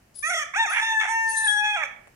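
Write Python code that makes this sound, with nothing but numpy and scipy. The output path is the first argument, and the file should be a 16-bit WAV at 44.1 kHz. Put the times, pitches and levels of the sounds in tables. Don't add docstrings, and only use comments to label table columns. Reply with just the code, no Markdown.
import sys
import numpy as np
from scipy import signal
from scipy.fft import rfft, irfft, next_fast_len
from scipy.io import wavfile
from scipy.ndimage import map_coordinates

SR = 44100
rng = np.random.default_rng(int(sys.argv[2]) if len(sys.argv) > 2 else 0)


def waveform_to_disk(signal):
    frames = np.transpose(np.atleast_2d(signal))
    scaled = np.clip(frames, -1, 1) * 32767
    samples = np.round(scaled).astype(np.int16)
    wavfile.write(sys.argv[1], SR, samples)


def gain_from_db(level_db):
    decades = np.asarray(level_db, float) / 20
    return 10 ** decades


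N = 94815

# frequency in Hz, relative level in dB.
AIR_COLOUR = [(12, -88), (20, -8.5), (137, -10), (491, -19), (597, -18), (667, -17), (932, -22.5),
              (1100, -24), (1920, -23.5), (3000, -27.5), (3450, -36), (3960, -34), (5690, -31),
              (15500, -38)]
# time in seconds, level in dB.
AIR_LEVEL = [(0.0, -59.5), (0.25, -61), (1.02, -63.5), (1.4, -58.5), (1.62, -62), (2.15, -58)]
# frequency in Hz, likeness (1 same, 0 unrelated).
AIR_LIKENESS = [(30, 1), (100, .995), (200, .9), (400, .3), (1000, .1), (10000, 0)]

# start in seconds, level in dB before the trill swells it,
# top pitch of the high voice in Hz, top pitch of the low voice in Hz, length in seconds.
BIRD_CALLS = [(0.149, -43, 10350, 5070, 0.066), (.243, -42, 10100, 4810, 0.062),
              (0.689, -45, 10370, 4757, 0.057), (1.282, -35.5, 9917, 4760, 0.046),
              (1.363, -29.5, 9690, 4082, 0.041), (1.436, -31.5, 9600, 3960, 0.053)]
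# frequency in Hz, relative level in dB.
RASP_COLOUR = [(2000, -60), (3000, -11.5), (4500, -2.5), (7000, -4.5), (9000, 4), (10000, -17),
               (10600, -99)]

# frequency in Hz, time to fall by 60 dB in seconds.
WALL_FADE = [(300, 0.98), (900, 0.54), (2200, 0.49), (4000, 0.4), (9000, 0.36), (14000, 0.19)]

# time in seconds, pitch in Hz, levels of
# overtones 1 to 4 in dB (1 is the pitch itself), level of all higher overtones together in dB,
# and extra left over right in dB for the parts between overtones 1 and 4.
FIRST_NOTE = [(0.225, 569, -83, -47, -41, -46, -50, 4), (0.241, 605.1, -55, -40, -25.5, -32.5, -48.5, -4.0),
              (0.277, 664, -53.5, -28, -31, -46, -37.5, -3), (0.293, 672, -35.5, -33, -42, -65, -42, -2),
              (0.299, 730.5, -38.5, -28.5, -32, -52, -34, -1),
              (0.323, 727.5, -33.5, -27, -34.5, -46, -43, -4), (0.345, 660, -35, -38, -27.5, -47, -36, -2),
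              (0.357, 667.5, -35, -34, -37, -49, -37.5, -6.0),
              (0.387, 642, -41, -31.5, -28.5, -48, -36.5, -2),
              (0.411, 613.8, -53, -35.5, -33.5, -47, -40, -4),
              (0.435, 573.6, -59, -41, -33, -37, -40, 10.5), (0.445, 598, -39, -92, -53, -57, -77, -5)]
LONG_CALL = [(0.535, 500.2, -86, -43, -37, -31, -60, -5), (0.565, 772, -29, -23, -33, -48, -39, 0),
             (0.583, 887.7, -31, -27, -39.5, -40.5, -42, -2.5), (0.603, 917, -23, -19, -33.5, -31, -48, 3),
             (0.639, 885.5, -27, -27, -46, -31.5, -43, 0), (0.655, 825.5, -32.5, -27, -29, -63, -56, 7),
             (0.659, 788.4, -29, -95, -49, -82, -45, -11), (0.661, 755, -28, -41, -39, -73, -42, -7),
             (0.681, 601, -77, -34, -33, -50, -43, 1), (0.707, 651, -45, -29, -43, -33, -49.5, -6),
             (0.723, 781.7, -34, -26.5, -63, -76, -43, 4), (0.735, 819, -38.5, -27, -34.5, -49, -47, -3),
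             (0.771, 897.6, -33.5, -26.5, -37.5, -59, -52, -1.5),
             (0.805, 875, -42.5, -27, -41, -54, -45.5, 2), (0.831, 888, -26.5, -28, -46, -28, -42, -9.5),
             (0.863, 903.4, -37.5, -27.5, -36.5, -38.5, -48, 2.5),
             (0.927, 887.3, -26.5, -24.5, -48, -33, -43, -2.5),
             (0.937, 889, -28.5, -28.5, -40.5, -35.5, -45.5, -6),
             (0.981, 870.5, -34, -21.5, -45, -65, -44, 8), (1.001, 870, -34.5, -24, -35, -28, -41.5, 5.5),
             (1.063, 861.5, -34, -31.5, -43, -74, -47, -0.5), (1.111, 903, -28, -33, -61, -88, -40.5, -13),
             (1.159, 903.9, -27.5, -24, -41, -61, -44.5, 1),
             (1.333, 892.3, -34.5, -29, -43, -57, -42.5, 5.5),
             (1.381, 885.4, -37, -25.5, -54, -47, -43, 5.5), (1.433, 884.4, -38, -28, -40, -55, -49.5, 7),
             (1.449, 876, -34, -22.5, -59, -35, -58, -7), (1.463, 892, -35, -28.5, -66, -81, -38, 17)]
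CALL_END = [(1.469, 839.5, -38.5, -20, -39.5, -54, -51, 0.5),
            (1.483, 836.7, -37.5, -23.5, -60, -19.5, -43.5, 1.5),
            (1.523, 837.9, -43.5, -26, -56, -30, -38.5, 13.5), (1.569, 833, -36, -21.5, -61, -32, -45, 0),
            (1.601, 838.3, -33.5, -26.5, -45.5, -33, -41.5, 8.5),
            (1.625, 833.3, -31, -27.5, -34, -41, -54, 5.5), (1.657, 847, -29.5, -25, -34, -29, -45, 1),
            (1.735, 831, -37, -34, -33.5, -37, -52, -1), (1.749, 828.7, -31.5, -29, -38, -26.5, -49, 4),
            (1.761, 813, -29.5, -30, -32.5, -49, -54, 1), (1.771, 680, -35.5, -29.5, -43, -41, -46, -2),
            (1.825, 608.7, -47.5, -39.5, -29.5, -49, -57, -4),
            (1.837, 575.4, -44.5, -38, -31, -29, -49, -1), (1.865, 563, -49, -74, -56, -60, -52, 9)]
# time in seconds, hoarseness from 0 to 1, share of half pitches
ROUGHNESS = [(.22, .025, 0, .65), (.45, .035, 0, .65), (.54, .2, .15, .75), (.6, .035, .04, .3),
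             (.65, .06, .05, .6), (.71, .07, .05, .7), (.73, .45, .7, .75), (.79, .45, .7, .7),
             (.82, .04, .04, .12), (.94, .03, .02, .1), (.96, .006, 0, .05), (1.0, .015, 0, .1),
             (1.015, .45, .7, .7), (1.075, .4, .7, .5), (1.1, .035, .12, .25), (1.17, .006, .07, .07),
             (1.28, .006, .04, .06), (1.36, .004, 0, .02), (1.62, .004, 0, .01), (1.65, .04, .03, .15),
             (1.7, .045, .15, .15), (1.75, .06, .1, .25), (1.78, .16, .45, .55), (1.87, .22, .45, .7)]
# start in seconds, end in seconds, rate in Hz, depth as a share of pitch.
PITCH_WARBLES = [(0.286, 0.408, 42.37, 0.043), (0.817, 0.946, 44.98, .012), (1.63, 1.676, 144.7, 0.022)]
# frequency in Hz, relative level in dB.
THROAT_COLOUR = [(100, -100), (350, -80), (600, -15.5), (900, -6), (1300, -8.5), (1800, -1.5), (2400, -1.5),
                 (2900, -20.5), (3400, -2.5), (4000, -32), (4600, -35), (5000, -39.5), (5400, -25.5),
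                 (5900, -16.5), (6700, -21.5), (7500, -29), (8500, -28), (10000, -37.5), (11500, -43.5),
                 (13500, -46), (15500, -59)]
# frequency in Hz, left over right in dB.
EAR_LEAN = [(700, -1.5), (1700, 3.06), (2400, -18), (3400, 2.2), (6000, 2), (12000, 11)]
# frequency in Hz, lag in radians.
EAR_PHASE_LAG = [(700, 0.22), (1700, 0.2), (2400, 0.54), (3400, 1), (6000, 0.79), (12000, 0.36)]

# time in seconds, level in dB.
DRONE_LEVEL = [(.7, -109), (.85, -67.5), (1.1, -65.5), (1.35, -62), (1.5, -101)]
# frequency in Hz, relative level in dB.
DRONE_COLOUR = [(200, -56), (290, -22), (340, -15), (420, -10), (560, -56)]

# start in seconds, level in dB.
TICK_STARTS = [(2.073, -44), (2.079, -45)]
# frequency in Hz, relative level in dB.
TICK_COLOUR = [(60, -69), (200, -33), (500, 25), (2500, 15), (4000, -11), (10000, 8), (14000, -86)]

TRILL_HZ, SWEEP_SHARE, BLUR_SHARE = 32.1, 0.091, 0.035
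LOW_VOICE_DB, RASP_DB, BIRD_LEFT_DB = -19, -19, 9
LOW_LEAD_S = 0.007
WALL_ROOSTER_DB, WALL_BIRD_DB, WALL_DELAY_S = -9.5, -1.5, 0.012
JITTER_SHARE, JITTER_HZ, SHIMMER_SHARE = 0.13, 300, 1.1
BREATH_DB = 1
DRIFT_DB, SPREAD_DB = 5, 0.5
NOTE_EDGE_S, EAR_LAG_S = 0.0044, 0.00011
TOP_HZ, HISS_FROM_HZ = 15600, 5200
HIGH_HALF_GAIN = 14
TICK_FADE_S = 0.016


def unit(x):
    return x / np.sqrt(np.mean(x ** 2) + 1e-20)


def along(points, hz):
    f, v = np.transpose(points)
    return np.interp(np.log(hz + 1), np.log(f + 1), v)


def curves(rows):
    s, *cols = np.transpose(rows)
    return [np.interp(np.arange(N) / SR, s, c) for c in cols]


def wobble(rate):
    points = rng.standard_normal(int(N * rate / SR) + 4)
    return map_coordinates(points, [np.arange(N) * rate / SR])


def filtered(x, response):
    m = next_fast_len(N + 8192)
    return irfft(rfft(x, m) * response(np.fft.rfftfreq(m, 1 / SR)), m)[..., :N]


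def coloured(x, points):
    return filtered(x, lambda f: gain_from_db(along(points, f)))


def gate(start, end, edge_s):
    t = np.arange(N) / SR
    return np.clip(np.minimum(t - start, end - t) / edge_s, 0, 1)


def air():
    def response(f):
        turn = np.arccos(np.clip(along(AIR_LIKENESS, f), -1, 1)) / 2
        return gain_from_db(along(AIR_COLOUR, f)) * [np.cos(turn), np.sin(turn)]

    mid, side = filtered(rng.standard_normal((2, N)), response)
    level_db = curves(AIR_LEVEL)[0] + 0.5 * wobble(8.415)
    return gain_from_db(level_db) * unit(np.array([mid + side, mid - side]))


def bird():
    out, t = np.zeros(N), np.arange(N) / SR
    rasp = unit(coloured(rng.standard_normal(N), RASP_COLOUR))
    for start, db, high_hz, low_hz, length in BIRD_CALLS:
        end = start + length
        beat = ((t - start) * TRILL_HZ) % 1
        bend = 1 - SWEEP_SHARE * (1 - beat) ** 7 - BLUR_SHARE * np.abs(wobble(500))
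        high, low = (np.sin(2 * np.pi * np.cumsum(hz * bend) / SR) for hz in (high_hz, low_hz))
        early = gate(start - LOW_LEAD_S, end, 0.002) * (gain_from_db(LOW_VOICE_DB) * low + gain_from_db(RASP_DB) * rasp)
        voices = gate(start, end, 0.013) * high + early
        swell = (0.89 + np.sin(np.pi * beat)) * gain_from_db(2.1 * wobble(120))
        out += gain_from_db(db) * swell * voices
    return out * gain_from_db(np.array([[0.5], [-0.5]]) * BIRD_LEFT_DB)


def walls(x):
    hz, t, z = signal.stft(rng.standard_normal((2, SR)), SR, nperseg=256)
    fade = gain_from_db(-60 * t / along(WALL_FADE, hz)[:, None])
    tail = signal.istft(z * fade, SR, nperseg=256)[1]
    tail = np.pad(tail / np.linalg.norm(tail[0]), ((0, 0), (round(WALL_DELAY_S * SR), 0)))
    return signal.fftconvolve(x, tail, axes=1)[:, :N]


def rooster():
    call = list(LONG_CALL) + list(CALL_END)
    pitch_hz, *low_db, high_db, pan_db = curves(list(FIRST_NOTE) + call)
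    hoarse, half, airy = np.clip(curves(ROUGHNESS), 0, 1)
    t, ears = np.arange(N) / SR, np.array([[0.5], [-0.5]])

    warble = 0
    for start, end, rate, depth in PITCH_WARBLES:
        turns = np.sin(2 * np.pi * rate * t + 0.41 * wobble(20.87))
        warble = warble + depth * gate(start, end, 0.011) * turns
    hz = pitch_hz * (1 + warble + JITTER_SHARE * hoarse * wobble(JITTER_HZ))
    phase = 2 * np.pi * (np.cumsum(hz) / SR - ears * EAR_LAG_S * pitch_hz)
    effort = np.sqrt(np.sum(gain_from_db(2 * np.array(low_db)), axis=0))

    def partial(k, size):
        lean_db = along(EAR_LEAN, k * pitch_hz) + pan_db * (1 < k < 4) + SPREAD_DB * wobble(7.7)
        lag = ears * along(EAR_PHASE_LAG, k * pitch_hz)
        wave = np.sin(k * phase - lag + rng.uniform(0, 2 * np.pi))
        return np.sqrt(2) * size * gain_from_db(lean_db * ears) * wave

    def throat(k):
        return gain_from_db(along(THROAT_COLOUR, k * pitch_hz)) * (k * pitch_hz < TOP_HZ)

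    low = sum(partial(k + 1, gain_from_db(db)) for k, db in enumerate(low_db))
    halves = sum(partial(k + 0.5, half * effort * throat(k + 0.5)) for k in (1, 2, 3, 4))

    orders = np.arange(10, 46) / 2
    high, power = 0, 0
    for k in orders:
        size = throat(k) * (np.minimum(HIGH_HALF_GAIN * half, 1) if k % 1 else 1)
        high = high + partial(k, size * gain_from_db(DRIFT_DB * wobble(10.65)))
        power = power + size ** 2 * np.clip(k * pitch_hz / HISS_FROM_HZ, 0, 1) ** 8
    high = high / np.sqrt(power)

    pulsed = rng.standard_normal((2, N)) * (0.43 + np.cos(phase))
    hiss = unit(filtered(pulsed, lambda f: gain_from_db(along(THROAT_COLOUR, f)) * (f > HISS_FROM_HZ)))
    high = gain_from_db(high_db) * (np.sqrt(1 - airy) * high + np.sqrt(airy) * hiss)
    breath = unit(coloured(rng.standard_normal((2, N)) * (1 + np.cos(phase)), THROAT_COLOUR))

    shimmer = 1 + SHIMMER_SHARE * hoarse * wobble(250)
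    voice = (low + halves + high) * shimmer + gain_from_db(BREATH_DB) * hoarse * effort * breath
    return voice * sum(gate(note[0][0], note[-1][0], NOTE_EDGE_S) for note in (FIRST_NOTE, call))


def drone():
    colour = [(20, -120)] + list(DRONE_COLOUR) + [(2000, -120)]
    return gain_from_db(curves(DRONE_LEVEL)[0]) * unit(coloured(rng.standard_normal((2, N)), colour))


def tick():
    t = np.arange(N) / SR
    shape = sum((t > s) * gain_from_db(db - 60 * np.abs(t - s) / TICK_FADE_S) for s, db in TICK_STARTS)
    return shape * unit(coloured(rng.standard_normal((2, N)), TICK_COLOUR))


def scene():
    cock, small = rooster(), bird()
    answer = walls(gain_from_db(WALL_ROOSTER_DB) * cock + gain_from_db(WALL_BIRD_DB) * small)
    return air() + small + cock + answer + drone() + tick()


def band_limit(x):
    return signal.sosfilt(signal.butter(12, 15670, fs=SR, output="sos"), x)


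def record(dry):
    return band_limit(dry)


dry = scene()
out = record(dry)
waveform_to_disk(out)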